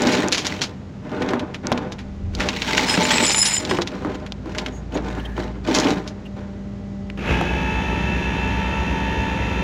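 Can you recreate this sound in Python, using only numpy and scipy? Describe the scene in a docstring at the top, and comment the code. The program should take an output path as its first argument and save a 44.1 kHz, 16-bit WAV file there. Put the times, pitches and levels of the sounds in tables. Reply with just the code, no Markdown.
"""A chain and a pulley block dragged over the steel flatbed of an idling tow truck, outdoors, microphone worn close.
Links clink as noise bursts rung around a pitch; the deck booms from crowded modes; steel squeals in sung modes.
Squeaks of the sheave are short rough sines, and cloth bumps the microphone in low noise. Behind, the engine and
pump hum in steady tones; then the winch starts, in gear and motor tones over rushing oil, its drone throbbing
against the engine."""
import sys
import numpy as np
from scipy import signal
from scipy.fft import rfft, irfft, next_fast_len
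from scipy.io import wavfile
from scipy.ndimage import map_coordinates

SR = 44100
rng = np.random.default_rng(int(sys.argv[2]) if len(sys.argv) > 2 else 0)


def materialize(psi):
    """Save the field psi as 16-bit PCM at rate SR to the path in sys.argv[1].

    A 1-D psi becomes a single channel; in a 2-D psi each row is a channel.
    """
    bounded = np.clip(np.atleast_2d(psi).T, -1, 1)
    quanta = np.round(bounded * 32767).astype(np.int16)
    wavfile.write(sys.argv[1], SR, quanta)


N = 424683  # length in samples

# Clothes jostling the worn microphone. Each row: time in seconds, level in dB.
CLOTH_BUMP = [(1.98, -47), (2.2, -32), (2.3, -20.5), (2.48, -35)]

# Exhaust from where the worker stands. Each row: time in seconds, level of the firing tone in dB.
EXHAUST = [(.8, -51), (2.6, -40.5), (3.6, -46), (5.3, -29.5), (6.1, -42.5), (7, -38.5), (7.4, -34)]
# Hum of the hydraulic pump. 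Each row: time in seconds, level in dB before each line's own share.
PUMP_HUM = [(.8, -39), (2.3, -33), (5, -36.5), (7, -28.5)]
# Noise of the engine bay. Each row: frequency in Hz, relative density in dB per Hz.
BAY_NOISE = [(25, -18), (55, -14), (90, 0), (190, -4), (700, -22.5), (2400, -34), (7000, -44), (8500, -58),
             (15000, -72)]
FIRING_HZ = 56.7  # before the load slows the engine
SAG, SAG_S = 0.03, 0.25  # the engine slows by this share under the new load, most after this time

# Speed of the winch shaft. Each row: time in seconds, turns in Hz.
SHAFT_SPEED = [(7.15, 69.5), (7.55, 72.1), (7.95, 73.5), (8.63, 74.1), (9.63, 74.4)]
# Motor and gearbox lines. Each row: frequency at full speed in Hz, level in dB before it wavers.
MOTOR_LINES = [(108.3, -38), (172.5, -33), (259, -40), (280, -40), (521, -44), (818, -45), (955, -38),
               (1338, -46), (1710, -41), (1784, -43), (1859, -42), (3123, -47), (3569, -47), (4011, -56),
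               (5795, -58), (6245, -61), (6692, -59)]
# Rush of oil and bearings. Each row: frequency in Hz, relative density in dB per Hz.
OIL_RUSH = [(25, -23.5), (50, -1), (330, -7), (1050, -17.5), (2600, -16.5), (4500, -33.5), (7000, -38.5),
            (8200, -53), (9400, -48.5), (13000, -52.5), (15000, -87.5)]
# The gear whine. Each row: time in seconds, level in dB.
GEAR_WHINE = [(7.52, -42), (7.57, -33), (8.02, -34), (8.13, -43), (8.38, -32), (9.2, -32.5), (9.6, -41)]
# Resonances of the winch housing. Each row: frequency in Hz, half width in Hz, gain in dB.
HOUSING_MODES = [(886, 44, -5.5), (2619, 59, -1.5)]
VALVE_S, SPIN_UP_S = 7.174, 0.135  # the valve opens; time from then to full flow
VALVE_SHARE = 0.25  # share of the flow that comes at once
OIL_DB, SURGE_DB, SURGE_S = -26.5, 6.5, 0.11  # rush under load; extra as the cable tightens, and its decay time
STROKE_HZ, THROB_DB = 64.7, -25.5  # the motor's strokes at full speed, which beat against the firing; peak level
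MESH_HZ = 892.5  # gear tooth rate at full speed
OVERTONE_DB = -32  # third harmonic of the teeth, before the housing's gain
RING_DB, RING_FALL_DB_PER_S = -35.5, 1  # the housing rings, less as the pull settles

# Squeaks of the pulley. Each row: start in seconds, length in seconds, pitch in Hz, peak level in dB.
SQUEAKS = [(4.695, 0.13, 6680, -47), (4.936, .03, 6780, -37.5), (4.996, 0.53, 1714, -42),
           (5.192, 0.018, 3040, -34), (5.244, .028, 3170, -31.5), (6.246, .035, 2730, -39.5)]

# Squealing slips of steel on steel. Each row: start in seconds, length in seconds, level in dB,
# frequency in Hz of the mode that sings.
SQUEAL_SLIPS = [(2.866, 0.066, -26, 5120), (3.027, 0.023, -29, 7101), (3.106, .11, -32, 7699),
                (3.22, .022, -22.5, 7699), (3.25, 0.27, -23.5, 7101), (3.34, 0.12, -28, 10277),
                (3.4, 0.035, -21.5, 5120), (3.517, 0.047, -22.5, 7101), (3.691, 0.0086, -31.5, 5120)]
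# Modes of the squealing steel. Each row: frequency in Hz, relative level in dB while another mode sings.
STEEL_MODES = [(5120, -8), (7101, -7.5), (7699, -14.5), (8338, -13), (10150, -20), (10277, -23.5),
               (13723, -30.5)]
SLIP_ATTACK_S, SLIP_FALL_DB_PER_S = 0.0053, 288  # a squeal builds up, then rings out

# The block and hook landing on the deck. Each row: time in seconds, boom level in dB, knock peak in dB,
# frequency in Hz of the plate's strongest mode.
LANDINGS = [(.064, -7, -21, 260), (1.334, -8.5, -13, 244), (1.718, -7.5, -5.5, 242),
            (2.975, -4, -15.5, 179.5), (3.713, -9, -12, 366), (3.787, -11.5, -10, 346),
            (4.048, -13.5, -16.5, 303), (4.458, -18.5, -29, 327), (4.953, -11, -24.5, 304.4),
            (5.379, -12.5, -18, 351), (5.683, -9, -21, 319), (5.851, -7.5, -26, 278),
            (5.904, -12, -19, 291), (7.412, -15, -10.5, 332)]
# Boom of the deck plate. 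Each row: frequency in Hz, relative density in dB per Hz.
DECK_BOOM = [(70, -28), (125, -6), (200, -3.5), (275, 1.5), (420, -1.5), (720, -9.5), (3500, -35),
             (12000, -80)]
# Ring of the deck plate. Each row: frequency in Hz, time to fall 60 dB in seconds.
DECK_DECAY = [(150, 0.19), (500, 0.14), (1500, 0.37), (8000, 0.031)]
MODE_SHARE, MODE_T60_S = 0.43, 0.24  # the strongest mode's part in a boom, and how long it rings
# The block's own short ring: centre, spread, extra gain, time to fall 60 dB.
KNOCK_HZ, KNOCK_OCTAVES, KNOCK_RING_DB, KNOCK_T60_S = 980, 0.85, 11.5, 0.016

# Pulls on the chain. Each row: start in seconds, rise in seconds, hold in seconds, deck boom in dB, scrape in dB.
CHAIN_PULLS = [(-.03, 0.031, 0.21, -19, -28), (0.281, 0.047, 0.25, -30.5, -34.5),
               (1.014, 0.23, 0.071, -22, -41.5), (1.623, 0.029, 0.15, -27, -47.5),
               (2.311, 0.097, 0.1, -29, -35), (2.468, 0.38, 0.38, -24, -20.5),
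               (3.193, 0.037, 0.32, -41, -25.5), (3.537, 0.19, 0.025, -25, -32),
               (3.829, 0.13, 0.19, -29.5, -45), (4.412, 0.11, 0.16, -31.5, -45.5),
               (4.896, 0.051, 0.25, -29.5, -43.5), (5.34, 0.04, 0.029, -28, -39.5),
               (5.633, 0.1, .16, -20.5, -28.5), (6.362, 0.0038, 0.0093, -35.5, -51)]
# Rasp of the dragged steel. Each row: frequency in Hz, relative density in dB per Hz.
SCRAPE_COLOUR = [(300, -14), (600, -4.5), (920, -1), (1300, -5), (2900, -1.5), (7000, -12), (8800, -26.5),
                 (15500, -34.5)]
BOOM_FALL_DB_PER_S, SCRAPE_FALL_DB_PER_S = 79.5, 133  # once a pull ends
CATCH_RATE, BOOM_CATCH_DB, SCRAPE_CATCH_DB = 45, 2.5, 1.5  # links catch on the tread: knots per s, depths
GROAN_SCRAPE_DB = -20.5  # the force of scrape at which the plate groans fully

# Links striking steel. Each row: time in seconds, peak in dB, pitch in Hz, time to fall 60 dB in seconds.
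LINK_HITS = [(0.02, -8, 5960, 0.024), (.071, -8, 4500, 0.046), (0.123, -9, 3850, 0.2),
             (.172, -12, 2920, .05), (.285, -7, 6860, 0.01), (.324, -1.5, 4140, 0.11),
             (.347, -4, 3450, 0.089), (0.38, -6, 4000, 0.14), (0.453, -10.5, 3200, 0.16),
             (.468, -4.5, 5200, 0.053), (.617, -6.5, 3870, 0.12), (0.638, -9, 3650, 0.085),
             (1.221, -14, 2330, .06), (1.289, -16, 2950, 0.051), (1.335, -18, 1840, 0.052),
             (1.395, -17.5, 2820, 0.057), (1.545, -15, 2440, 0.078), (1.67, -7, 6300, 0.01),
             (1.725, -10, 3420, 0.03), (1.777, -14.5, 3300, 0.047), (1.922, -16.5, 3850, 0.064),
             (1.99, -22.5, 2550, 0.12), (2.351, -14.5, 4430, .022), (2.404, -8.5, 1960, 0.18),
             (2.488, -2.5, 3060, 0.05), (2.62, -7, 3080, 0.064), (2.773, -7.5, 4070, 0.11),
             (3.267, -7.5, 5000, 0.089), (3.297, -4, 4000, 0.068), (3.317, -3.5, 5630, 0.061),
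             (3.381, -7, 5030, 0.053), (3.455, -5, 5200, 0.12), (3.52, -11.5, 2570, 0.024),
             (3.651, -10.5, 3830, 0.037), (3.711, -5.5, 2130, 0.045), (3.819, -7, 3470, 0.045),
             (3.874, -11, 3350, .059), (4.264, -21, 2580, .054), (4.322, -13, 3760, 0.018),
             (4.549, -20, 1900, 0.08), (4.584, -9, 3320, 0.071), (4.662, -14.5, 2450, 0.047),
             (4.973, -17.5, 2700, 0.05), (5.748, -4.5, 4460, 0.15), (5.787, -4.5, 4280, 0.027),
             (5.8, -5.5, 5850, 0.057), (5.844, -11.5, 3600, 0.051), (5.906, -11.5, 4500, 0.049),
             (6.077, -17.5, 4330, .088), (7.101, -19, 2400, 0.013)]
# Colour common to the links. Each row: frequency in Hz, gain in dB.
LINK_COLOUR = [(200, 1.5), (900, 8), (3000, -0.5), (7000, -2), (8200, -16.5), (11000, -15), (15500, -35)]

TOP_HZ = 15900  # band limit


def amp(db):
    """Decibels to gain."""
    return 10 ** (np.asarray(db) / 20)


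def unit(x):
    """Scaled to rms 1."""
    return x / np.sqrt(np.mean(x ** 2) + 1e-20)


def along(points, hz):
    """(Hz, value) points read on a log axis."""
    f, v = np.transpose(points)
    return np.interp(np.log(hz + 1), np.log(f + 1), v)


def curves(rows, outside=None):
    """One value per sample for each column after the time."""
    s, *cols = np.transpose(rows)
    return [np.interp(np.arange(N) / SR, s, c, outside, outside) for c in cols]


def wobble(rate):
    """A smooth random curve, rate knots a second."""
    knots = rng.standard_normal(int(N * rate / SR) + 4)
    return map_coordinates(knots, [np.arange(N) * rate / SR])


def coloured(x, gain):
    """x through a causal filter with the given gain at each frequency."""
    m = 2 * next_fast_len(len(x) // 2 + 2048, real=True)
    log_gain = np.log(np.maximum(gain(np.fft.rfftfreq(m, 1 / SR)), 1e-6))
    # Folding the cepstrum gives minimum phase.
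    cepstrum = irfft(log_gain, m)
    cepstrum[1:m // 2] *= 2
    cepstrum[m // 2 + 1:] = 0
    return irfft(rfft(x, m) * np.exp(rfft(cepstrum)), m)[:len(x)]


def shaped(x, spectrum):
    """x given a spectrum, at rms 1."""
    return unit(coloured(x, lambda hz: amp(along(spectrum, hz))))


def grains(rate, spread_db):
    """Random tiny impacts of uneven size, at rms 1."""
    size = amp(spread_db * np.clip(rng.standard_normal(N), -2, 2))
    strikes = rng.random(N) < rate / SR
    return unit(strikes * size * np.sign(rng.standard_normal(N)))


def tones(lines, speed, waver_db, waver_rate):
    """(Hz, dB rms) lines that follow a relative speed, each wavering in strength."""
    clock = np.cumsum(speed) / SR
    total = np.zeros(N)
    for hz, db in lines:
        strength = amp(db + waver_db * np.clip(wobble(waver_rate), -2, 1))
        total += strength * np.sin(2 * np.pi * (hz * clock + rng.random()))
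    return np.sqrt(2) * total


def stack(rate_hz, size=4096):
    """A rough pattern that repeats once per turn of a shaft, so it holds multiples of the shaft's rate."""
    turn = np.tile(signal.resample(rng.standard_normal(size // 16), size), 2)
    return np.interp(np.cumsum(rate_hz) / SR % 1 * size, np.arange(2 * size), turn)


def add(track, s, sound):
    """Mix a sound in at time s."""
    part = track[max(round(s * SR), 0):][:len(sound)]
    part += sound[:len(part)]


def gesture(start, rise, hold, fall_db_per_s):
    """An envelope that swells, holds, then dies away."""
    t = np.arange(N) / SR - start
    swell = np.clip(t / max(rise, 0.002), 0, 1) ** 1.01
    return swell * amp(-fall_db_per_s * np.maximum(t - rise - hold, 0))


def jostle():
    """Clothes bump the worn microphone: a brief swell of low noise."""
    rub = shaped(rng.standard_normal(N), [(15, -22), (40, -9.0), (75, -5.5), (600, -105)])
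    return amp(curves(CLOTH_BUMP, outside=-np.inf)[0]) * rub


def engine():
    """A six-cylinder engine at fast idle drives the humming hydraulic pump, and sags as the winch loads it."""
    loaded = np.maximum(np.arange(N) / SR - VALVE_S, 0) / SAG_S
    speed = 1 - SAG * loaded * np.exp(1 - loaded)
    # Firing and motor strokes start in step when the valve opens.
    cycle = 2 * np.pi * FIRING_HZ * (np.cumsum(speed) / SR - VALVE_S)
    pulses = np.sin(cycle) + amp(-13.0) * np.sin(2 * cycle)
    firing = np.sqrt(2) * amp(0.81 * wobble(5.9)) * pulses
    hum_lines = [(198, -4.0), (396, -22.0), (594, -20.0), (792, -27.0), (1980, -35)]
    hum = tones(hum_lines, speed, waver_db=0.0, waver_rate=6.3)
    block = tones([(85.5, -45.0), (256.5, -51.5)], speed, waver_db=2.0, waver_rate=6.4)
    bay = shaped(rng.standard_normal(N), BAY_NOISE) * amp(-36.0)
    return amp(curves(EXHAUST)[0]) * firing + amp(curves(PUMP_HUM)[0]) * hum + block + bay


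def housing(f):
    """Gain of the winch housing, a sum of resonant peaks."""
    return sum(amp(db) / (1 + ((f - hz) / width) ** 2) for hz, width, db in HOUSING_MODES)


def winch():
    """Motor strokes beat with the engine; gear teeth chatter, then whine and ring the housing over rushing oil."""
    t = np.arange(N) / SR
    # The valve opens, then the cable takes the load.
    strain = np.clip((t - VALVE_S) / SPIN_UP_S, 0, 1) ** 2
    flow = (t > VALVE_S) * (VALVE_SHARE + (1 - VALVE_SHARE) * strain)
    loaded_s = np.maximum(t - VALVE_S - SPIN_UP_S, 0)
    surge = np.exp(-loaded_s / SURGE_S)
    chatter = 0.03 * surge * wobble(150)
    shaft_hz = curves(SHAFT_SPEED)[0] * (1 + 0.00059 * wobble(25) + chatter)
    speed = shaft_hz / SHAFT_SPEED[-1][1]
    stroke = np.sin(2 * np.pi * STROKE_HZ * np.cumsum(speed * (t > VALVE_S)) / SR)
    throb = amp(THROB_DB) * stroke
    mesh = amp(curves(GEAR_WHINE)[0]) * tones([(MESH_HZ, 0)], speed, waver_db=2, waver_rate=25)
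    third = tones([(3 * MESH_HZ, OVERTONE_DB)], speed, waver_db=3, waver_rate=20)
    overtone = housing(3 * MESH_HZ * speed) * third
    ring = amp(RING_DB - RING_FALL_DB_PER_S * loaded_s) * unit(coloured(rng.standard_normal(N), housing))
    drone = tones(MOTOR_LINES, speed, waver_db=1.0, waver_rate=11)
    churn = rng.standard_normal(N) * (1 + 0.26 * stroke)  # oil surges with each stroke
    oil = amp(OIL_DB + SURGE_DB * surge) * shaped(churn + 0.37 * stack(shaft_hz), OIL_RUSH)
    return flow * oil + strain * (mesh + overtone + ring + throb + drone)


def squeaks():
    """Short rough squeaks as the sheave turns a little: sines of jittering pitch."""
    out = np.zeros(N)
    for s, length, pitch_hz, db in SQUEAKS:
        swell = np.hanning(int(length * SR))
        phase = np.cumsum(pitch_hz + 900 * rng.standard_normal(len(swell))) / SR
        add(out, s, amp(db) * swell * np.sin(2 * np.pi * phase))
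    return out


def squeal():
    """Steel sticks and slips on steel; each slip makes one mode sing and stirs the others."""
    modes_hz, stirred_db = np.transpose(STEEL_MODES)
    drive = np.zeros((len(modes_hz), N))
    for s, length, db, hz in SQUEAL_SLIPS:
        sings = np.arange(len(modes_hz)) == np.argmin(np.abs(modes_hz - hz))
        slip = gesture(s, SLIP_ATTACK_S, length - SLIP_ATTACK_S, SLIP_FALL_DB_PER_S)
        mode_db = db + np.where(sings, 0, stirred_db)
        drive = np.maximum(drive, amp(mode_db)[:, None] * slip)
    voices = np.zeros(N)
    for hz, level in zip(modes_hz, drive):
        voices += level * tones([(hz, 0)], 1 + 0.00337 * wobble(500), waver_db=5, waver_rate=55)
    judder = unit(amp(3 * wobble(260)))  # the uneven grip shakes all modes together
    return judder * voices


def plate_ring():
    """The deck plate's crowded modes; those near 1500 Hz ring longest and the highest die soonest."""
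    hz, t, z = signal.stft(rng.standard_normal(SR // 3), SR, nperseg=256)
    fade = amp(-60 * t / along(DECK_DECAY, hz)[:, None])
    ring = signal.istft(z * fade, SR, nperseg=256)[1]
    return ring / np.linalg.norm(ring)


def block_gain(hz):
    """The block's broad resonance, falling away in the treble."""
    peak_db = KNOCK_RING_DB * np.exp(-(np.log2((hz + 1) / KNOCK_HZ) / KNOCK_OCTAVES) ** 2)
    return amp(peak_db) / (1 + (hz / 1400) ** 2)


def landings():
    """Block and hook land: a hard ringing knock, and the plate booms in a mode set by where they land."""
    out, t = np.zeros(N), np.arange(SR // 3) / SR
    for s, boom_db, knock_db, mode_hz in LANDINGS:
        crowd = shaped(plate_ring(), DECK_BOOM)[:len(t)]
        mode = np.sin(2 * np.pi * mode_hz * t) * amp(-60 * t / MODE_T60_S) * (1 - np.exp(-mode_hz * t))
        boom = MODE_SHARE * mode + (1 - MODE_SHARE) * crowd / np.abs(crowd).max()
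        knock = coloured(rng.standard_normal(len(t)) * amp(-60 * t / KNOCK_T60_S), block_gain)
        add(out, s, amp(boom_db) * boom + amp(knock_db) * knock / np.abs(knock).max())
    return out


def clinks():
    """A link cracks against steel and rings around its own pitch; loose links scuff just before."""
    out, t = np.zeros(N), np.arange(SR // 5) / SR
    for s, db, pitch_hz, t60 in LINK_HITS:
        fade = amp(-60 * t / np.clip(t60, 0.008, 0.2)) + amp(-54 - 60 * t / 0.18)
        octaves = 1.2 * (t60 / 0.07) ** 0.27  # a light tick stirs fewer modes than a clash

        def bell(hz):
            """Link colour with a peak around this link's pitch."""
            return amp(along(LINK_COLOUR, hz) + 15.8 * np.exp(-(np.log2((hz + 1) / pitch_hz) / octaves) ** 2))

        hit = coloured(fade * rng.standard_normal(len(t)) + 9 * (t == 0), bell)
        scuff = coloured(amp(-60 * t / 0.006) * rng.standard_normal(len(t)), bell)
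        scuff_level = amp(db - 4.5) * min(t60 / 0.18, 1) ** 1.4
        add(out, s, amp(db) * hit / np.abs(hit).max())
        add(out, s - 0.005, scuff_level * scuff / np.abs(scuff).max())
    return out


def rattle(rate, spread_db, t60, crack):
    """Many small link contacts, each a crack with a few modes of its own, at rms 1."""
    count = int(rate * N / SR)
    t = np.arange(SR // 25) / SR
    chance = rng.random((count, 7))  # place, size and five modes of each contact
    modes_hz = 1500 * 6 ** chance[:, 2:]
    rings = sum(np.sin(2 * np.pi * hz[:, None] * t) for hz in modes_hz.T)
    contacts = (rings + crack * rng.standard_normal(rings.shape)) * amp(-60 * t / t60)
    sized = contacts * amp(spread_db * chance[:, 1:2] ** 2)
    at = (chance[:, :1] * N).astype(int) + np.arange(len(t))
    return unit(np.bincount(at.ravel(), sized.ravel(), N)[:N])


def drag():
    """With each pull, links bump over the tread: the plate rumbles and groans under a dense rasp and light rattle."""
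    boom, scrape = np.zeros((2, N))
    for s, rise, hold, boom_db, scrape_db in CHAIN_PULLS:
        boom = np.maximum(boom, amp(boom_db) * gesture(s, rise, hold, BOOM_FALL_DB_PER_S))
        scrape = np.maximum(scrape, amp(scrape_db) * gesture(s, rise, hold, SCRAPE_FALL_DB_PER_S))
    catching = np.clip(wobble(CATCH_RATE), -2, 1)
    bumps = grains(rate=900, spread_db=3.5)
    rumble = shaped(signal.fftconvolve(bumps, plate_ring())[:N], DECK_BOOM)
    t = np.arange(SR // 30) / SR
    chink = rng.standard_normal(len(t)) * amp(-60 * t / 0.0061)
    chinks = unit(signal.fftconvolve(grains(rate=900, spread_db=3.5), chink)[:N])
    grit = chinks + grains(rate=5000, spread_db=12)
    links = rattle(rate=130, spread_db=14, t60=0.032, crack=2.4)
    steel = shaped(grit + 1.3 * links, SCRAPE_COLOUR)
    groan_tones = tones([(880, -11), (965, -20)], 1 + 0.024 * wobble(200), waver_db=6.5, waver_rate=49)
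    groan = scrape / amp(GROAN_SCRAPE_DB) * groan_tones
    deck = boom * amp(BOOM_CATCH_DB * catching) * rumble
    return deck + scrape * amp(SCRAPE_CATCH_DB * catching) * (steel + groan)


def scene():
    """Everything is close and reaches both channels alike."""
    background = jostle() + engine() + winch()
    work = squeaks() + squeal() + landings() + clinks() + drag()
    return np.tile(background + work, (2, 1))


def record(dry):
    """The microphone's channel passes nothing above its band limit."""
    m = next_fast_len(N + SR // 4)
    passed = np.fft.rfftfreq(m, 1 / SR) < TOP_HZ
    return irfft(rfft(dry, m) * passed, m)[:, :N]


dry = scene()
out = record(dry)
materialize(out)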